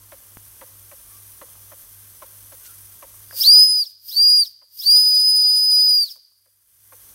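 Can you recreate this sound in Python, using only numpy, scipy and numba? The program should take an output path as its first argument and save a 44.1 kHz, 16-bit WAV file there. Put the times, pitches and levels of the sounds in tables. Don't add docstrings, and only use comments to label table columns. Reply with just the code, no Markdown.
import sys
import numpy as np
from scipy import signal
from scipy.fft import rfft, irfft, next_fast_len
from scipy.io import wavfile
from scipy.ndimage import uniform_filter1d, minimum_filter1d
from numba import njit

SR = 44100
rng = np.random.default_rng(int(sys.argv[2]) if len(sys.argv) > 2 else 0)


def inscribe(sig):
    pcm = np.round(np.clip(np.atleast_2d(sig).T, -1, 1) * 32767)
    wavfile.write(sys.argv[1], SR, pcm.astype(np.int16))


N = 314874
T = np.arange(N) / SR


def undb(db):
    return 10 ** (np.asarray(db) / 20)


def unit(x):
    return x / np.sqrt(np.mean(x ** 2))


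def decay(t, t60_s):
    return np.exp(-np.log(1000) * t / t60_s)


def bump(middle_s, width_s):
    return np.exp(-np.minimum(((T - middle_s) / width_s) ** 2, 50))


def walk(rate_hz):
    hold = max(int(SR / rate_hz), 2)
    steps = np.repeat(rng.standard_normal(N // hold + 1), hold)
    return unit(uniform_filter1d(uniform_filter1d(steps, hold), hold)[:N])


def noise(colour):
    hz, db = np.transpose(colour)
    size = next_fast_len(N)
    bins_hz = np.maximum(np.arange(size // 2 + 1) * SR / size, 1)
    shape = undb(np.interp(np.log(bins_hz), np.log(hz), db))
    return unit(irfft(rfft(rng.standard_normal(size)) * shape, size)[:N])


def band(hz, width_hz):
    b, a = signal.iirpeak(hz, hz / width_hz, fs=SR)
    return unit(signal.lfilter(b, a, signal.lfilter(b, a, rng.standard_normal(N))))


def phase_of(hz):
    return 2 * np.pi * np.cumsum(hz) / SR


def tiled_room(x, wet_db, t60_s=0.97, treble_t60_s=0.29, split_hz=7000, gap_s=0.008):
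    t = np.arange(SR) / SR
    scatter = rng.standard_normal(SR) * (t > gap_s)
    low = signal.sosfiltfilt(signal.butter(4, split_hz, fs=SR, output="sos"), scatter)
    response = low * decay(t, t60_s) + (scatter - low) * decay(t, treble_t60_s)
    return undb(wet_db) * signal.fftconvolve(x, response / np.linalg.norm(response))[:N]


def early_echoes(x, share_db=-7, gap_s=0.00045, spread_s=.006, count=14):
    lags = ((gap_s + spread_s * rng.random(count)) * SR).astype(int)
    gains = undb(share_db) * rng.choice([-1, 1], count) / np.sqrt(count)
    echoes = sum(gain * np.pad(x, (lag, 0))[:N] for lag, gain in zip(lags, gains))
    return (x + echoes) / np.hypot(1, undb(share_db))


# pitch_hz, level_db
FRIDGE_HUM = [(100.8, -63), (98.33, -60.5)]
# freq_hz, level_db
ROOM_COLOUR = [(20, -43.5), (30, -20), (39, 2.5), (52, 2), (72, -3), (130, -9.5), (200, -12.5), (400, -13),
               (750, -16.5), (1100, -11.5), (2000, -24), (3500, -19)]

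def kitchen(murmur_db=-56.5):
    hum = sum(np.sqrt(2) * undb(db) * np.sin(2 * np.pi * hz * T) for hz, db in FRIDGE_HUM)
    return hum + undb(murmur_db + 0.52 * walk(18)) * noise(ROOM_COLOUR)


# time_s, level_db
LEAK_LEVEL = [(0, -48.5), (.6, -46.5), (1.35, -45.5), (2.2, -46), (2.75, -44), (3.2, -46), (6.25, -39.5),
              (6.55, -42), (6.95, -41.5), (7.14, -47.5)]
# freq_hz, level_db
LEAK_COLOUR = [(700, -30), (1800, -12.5), (2600, -16), (3200, -13.5), (4300, -15), (6000, -7.5),
               (7400, -12), (8700, -3.5), (10300, -4.5), (11600, 1), (13100, -2), (15700, -5)]
# centre_hz, width_hz, relative_db
LEAK_RINGS = [(9640, 150, -14), (11400, 710, -22), (13500, 780, -14)]

def boiler_leak(hiss_db=0.48, sizzle_db=1.4, drift_db=.5):
    envelope = undb(np.interp(T, *np.transpose(LEAK_LEVEL)))
    rings = sum(undb(db + 2 * walk(2.5)) * band(hz, width_hz) for hz, width_hz, db in LEAK_RINGS)
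    hiss = undb(hiss_db) * noise(LEAK_COLOUR)
    return envelope * (hiss + rings) * undb(sizzle_db * walk(900) + drift_db * walk(35))


def linkage(level_db=-54.5, scatter_db=1.5, centre_hz=1100, t60_s=0.0091, count=90):
    out, t = np.zeros(N), np.arange(SR // 40) / SR
    for start, (size, pitch) in zip(rng.integers(0, N - len(t), count), rng.standard_normal((count, 2))):
        tick = np.sin(2 * np.pi * centre_hz * np.exp(.4 * pitch) * t) * decay(t, t60_s)
        out[start:start + len(t)] += undb(level_db + scatter_db * size) * tick
    return out


# middle_s, half_length_s, pitch_hz, glide_hz_per_s, level_db
SQUEAKS = [(1.128, .07, 1163, 250, -58), (2.69, 0.052, 1407, -1300, -55)]

def squeaks(scrape_hz=55, octave_db=-12):
    out = np.zeros(N)
    for middle_s, half_s, hz, glide_hz_per_s, db in SQUEAKS:
        phase = phase_of(hz + glide_hz_per_s * (T - middle_s) + scrape_hz * walk(360))
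        out += undb(db) * bump(middle_s, half_s) * (np.sin(phase) + undb(octave_db) * np.sin(2 * phase))
    return out


def wisp(middle_s=2.663, width_s=.02, level_db=-45):
    return undb(level_db) * bump(middle_s, width_s) * band(6500, 12000)


# start_s, level_db, pitch_hz, t60_s
KNOCKS = [(0.3714, -25, 225, 0.0041), (0.371, -16.5, 905, 0.0012), (1.4174, -28, 1060, 0.015),
          (1.486, -42, 1100, 0.0059), (1.555, -41, 1180, 0.0064), (3.142, -45, 1120, 0.011),
          (3.3103, -30.5, 1657, 0.012), (6.32, -37.5, 1095, .012)]

def knocks():
    out, t = np.zeros(N), np.arange(SR // 20) / SR
    for start_s, db, hz, t60_s in KNOCKS:
        start = int(start_s * SR)
        out[start:start + len(t)] += undb(db) * np.sin(2 * np.pi * hz * t) * decay(t, t60_s)
    return out


# start_s, level_db, upper_modes_db
TURNS = [(-.182, -35, -3), (.613, -37.5, -2), (1.414, -37.5, -3), (2.219, -38.5, 1.5), (3.023, -38.5, 1.5),
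         (3.835, -44, 1), (4.615, -37.5, 4), (5.385, -38, -4), (6.156, -34.5, -1.5), (6.921, -37, 0)]
# delay_s, level_db, upper_modes_db
STROKES = [(0, 0, -1), (.301, -5, -7.5)]

def exhaust_strokes():
    return [(start_s + delay_s, db + stroke_db, upper_db + stroke_upper_db)
            for start_s, db, upper_db in TURNS
            for delay_s, stroke_db, stroke_upper_db in STROKES
            if 0 <= start_s + delay_s < T[-1] - .1]


# pitch_hz, level_db, t60_s, rise_s
EXHAUST_MODES = [(284, -11.5, 0.085, 0.0048), (512.2, -3, 0.34, 0.0038), (879.6, 3, 0.082, 0.0036),
                 (1025, -9, 0.034, 0.0034), (1790, -12, 0.072, 0.0022), (2276, -17, .05, .0015)]

def exhaust(glide=.36, glide_s=0.0094, open_s=0.03, roughness=0.25, spit_db=-6, spit_s=.016):
    out, t = np.zeros(N), np.arange(SR // 10) / SR
    port = 1 / (1 + np.exp((t - open_s) / 0.00073))
    spit, gurgle = band(1150, 1600), walk(700)
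    for start_s, db, upper_db in exhaust_strokes():
        span = slice(int(start_s * SR), int(start_s * SR) + len(t))
        sink = 1 + glide * np.exp(-t / glide_s) + 0.022 * rng.standard_normal()
        puff = undb(spit_db) * spit[span] * np.exp(-t / spit_s)
        for k, (hz, mode_db, t60_s, rise_s) in enumerate(EXHAUST_MODES):
            phase = phase_of(hz * sink * (1 + 0.056 * gurgle[span])) + 2 * np.pi * rng.random()
            ring = (1 - np.exp(-(t / rise_s) ** 2)) * decay(t, t60_s)
            puff += undb(mode_db + upper_db * (k > 1)) * ring * np.sin(phase)
        out[span] += undb(db) * port * puff * (1 + roughness * gurgle[span])
    return out


def valve_flow(open_s, shut_s, closing_ratio, rush_s=.019, creep_s=.053, creep_share=.49):
    def shortfall(t):
        t = np.maximum(t, 0)
        return (1 - creep_share) * np.exp(-t / rush_s) + creep_share * np.exp(-t / creep_s)
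    return np.maximum(1 - shortfall(T - open_s) - shortfall((shut_s - T) / closing_ratio), 0)


# open_s, shut_s, full_hz, tone_db, overtones_db, jet_db, spray_db, closing_ratio
TOOTS = [(3.427, 3.862, 5011, 8.5, 0, -22.5, -25, 0.57), (4.106, 4.466, 4885, 13, -1.5, -21, -18, 0.52),
         (4.811, 6.107, 4976, 12, 0.5, -16.5, -16.5, 1.21)]

def jet_strength(lead_s=0.023, linger_s=0.013, rise_db_per_s=250, fall_db_per_s=295, flow_db=6):
    out = np.zeros(N)
    for open_s, shut_s, *_, jet_db, _, closing_ratio in TOOTS:
        held_db = jet_db + flow_db * valve_flow(open_s, shut_s, closing_ratio)
        early_s = np.maximum(open_s - lead_s - T, 0)
        late_s = np.maximum(T - shut_s - linger_s, 0)
        out += undb(held_db - rise_db_per_s * early_s - fall_db_per_s * late_s)
    return out


# freq_hz, level_db
JET_COLOUR = [(200, -25), (800, -33), (1500, -22.5), (2300, -23), (3000, -12), (4200, -9.5), (4800, 9),
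              (5450, -3), (5900, -3.5), (7300, -12.5), (9700, -1.5), (10700, -8.5), (13300, 1), (15700, -2)]

def jet(strength, draught_db=-45, gust_db=4, spray_delay_s=.018, spray_width_s=.068):
    rush = noise(JET_COLOUR) * undb(1.44 * walk(40) + 1.2 * walk(400))
    draught = undb(draught_db + gust_db * walk(22)) * band(90, 200)
    bursts = sum(undb(spray_db) * bump(open_s + spray_delay_s, spray_width_s)
                 for open_s, *_, spray_db, _ in TOOTS)
    spray = bursts * band(13600, 3200) * undb(2 * walk(900))
    return strength * (early_echoes(rush) + draught) + spray


def chirps(low_hz=4620, high_hz=5723, jitter_hz=80, length_s=.04, offset_s=0.008, above_jet_db=7.5):
    out, wobble_hz = np.zeros(N), jitter_hz * walk(900)
    ramp = np.linspace(0, 1, int(length_s * SR))
    envelope = np.sqrt(2) * np.sin(np.pi * ramp) ** 2
    rising_hz = low_hz + (high_hz - low_hz) * ramp
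    for open_s, shut_s, *_, jet_db, _, _ in TOOTS:
        for middle_s, hz in (open_s - offset_s, rising_hz), (shut_s + offset_s, rising_hz[::-1]):
            start = int((middle_s - length_s / 2) * SR)
            span = slice(start, start + len(ramp))
            out[span] += undb(jet_db + above_jet_db) * envelope * np.sin(phase_of(hz + wobble_hz[span]))
    return out


def edge_tone(hz, gain, overtones_db, jitter_hz=10, waver_hz=7, loose_hz=120, lock_db=-12):
    locked = gain ** 2 / (gain ** 2 + undb(lock_db) ** 2)
    phase = phase_of(hz + waver_hz * walk(45) + (jitter_hz + loose_hz * (1 - locked)) * walk(800))
    roughness = .012 + .33 * (1 - locked)
    flutter = 1 + .028 * walk(65) + roughness * walk(600)
    second = undb(-19 + 3.5 * walk(55)) * np.sin(2 * phase)
    third = undb(-24 + 3.5 * walk(70)) * np.sin(3 * phase)
    overtones = locked * undb(overtones_db) * (second + third)
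    return np.sqrt(2) * gain * flutter * (np.sin(phase) + overtones)


# pitch_hz, gain_db
WHISTLE_RESPONSE = [(3000, -48), (3600, -31), (4470, -21.5), (4560, -7.5), (4800, -3), (5050, -1)]
# time_s, offset_hz, offset_db
WHISTLE_WAVER = [(3.5, 1.5, 0), (3.65, 44, -3), (3.74, -15.5, -4.5), (3.82, 1, -3), (4.379, -0.5, -2),
                 (4.93, 1, 0.5), (5.02, 56.5, -3.5), (5.062, -9.5, -1), (5.2, -27, -1.5), (5.25, 33, -1.5),
                 (5.48, -13, 0), (5.68, 29.5, -1.5), (5.75, -28.5, 0.5), (5.89, 20.5, 2), (5.98, -10, 1)]

def whistle(lowest_hz=2985, wander_hz=6, wander_db=.5):
    out = chirps()
    time_s, waver_hz, waver_db = np.transpose(WHISTLE_WAVER)
    drift_hz = np.interp(T, time_s, waver_hz) + wander_hz * walk(30)
    drift_db = np.interp(T, time_s, waver_db) + wander_db * walk(30)
    for open_s, shut_s, full_hz, tone_db, overtones_db, _, _, closing_ratio in TOOTS:
        hz = lowest_hz + (full_hz - lowest_hz) * valve_flow(open_s, shut_s, closing_ratio)
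        resonance_db = np.interp(hz, *np.transpose(WHISTLE_RESPONSE))
        gain = undb(tone_db + drift_db + resonance_db) * (hz > lowest_hz)
        out += edge_tone(hz + drift_hz, gain, overtones_db)
    return out


def scene():
    strength = jet_strength()
    tone = whistle()
    hiss = jet(strength) + early_echoes(boiler_leak())
    works = exhaust() + knocks() + linkage() + squeaks() + wisp()
    pipe_breath = undb(10.5) * strength * band(4650, 1100)
    room = tiled_room(tone + pipe_breath, wet_db=-28, t60_s=0.73)
    room += tiled_room(hiss, wet_db=-17.5) + tiled_room(works, wet_db=-18.5)
    return (tone + hiss + works + room + kitchen())[None]


@njit
def gain_control(x, now_db, late_db, limit_db, attack_s, release_db_per_s2):
    out, cut_db, quiet_s = np.empty(len(x)), 0., 0.
    for i in range(len(x)):
        over_db = max(late_db[i] - cut_db - limit_db, 0.)
        quiet = max(now_db[i], late_db[i]) - cut_db < limit_db - 10
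        quiet_s = quiet_s + 1 / SR if quiet else 0.
        cut_db = max(cut_db + (over_db / attack_s - release_db_per_s2 * quiet_s) / SR, 0.)
        out[i] = x[i] * 10 ** (-cut_db / 20)
    return out


def record(dry, ceiling=0.69, react_s=0.14, limit_db=-13.5, attack_s=0.018, release_db_per_s2=64.5,
           top_hz=15750):
    level_db = 10 * np.log10(np.abs(uniform_filter1d(dry[0] ** 2, size=441)) + 1e-12)
    late_db = np.interp(T - react_s, T, level_db)
    ducked = gain_control(dry[0], level_db, late_db, limit_db, attack_s, release_db_per_s2)
    peak_gain = ceiling / np.maximum(np.abs(ducked), ceiling)
    limited = ducked * uniform_filter1d(minimum_filter1d(peak_gain, size=176), size=176)
    return signal.sosfilt(signal.ellip(12, .1, 80, top_hz, fs=SR, output="sos"), limited)[None]


dry = scene()
out = record(dry)
inscribe(out)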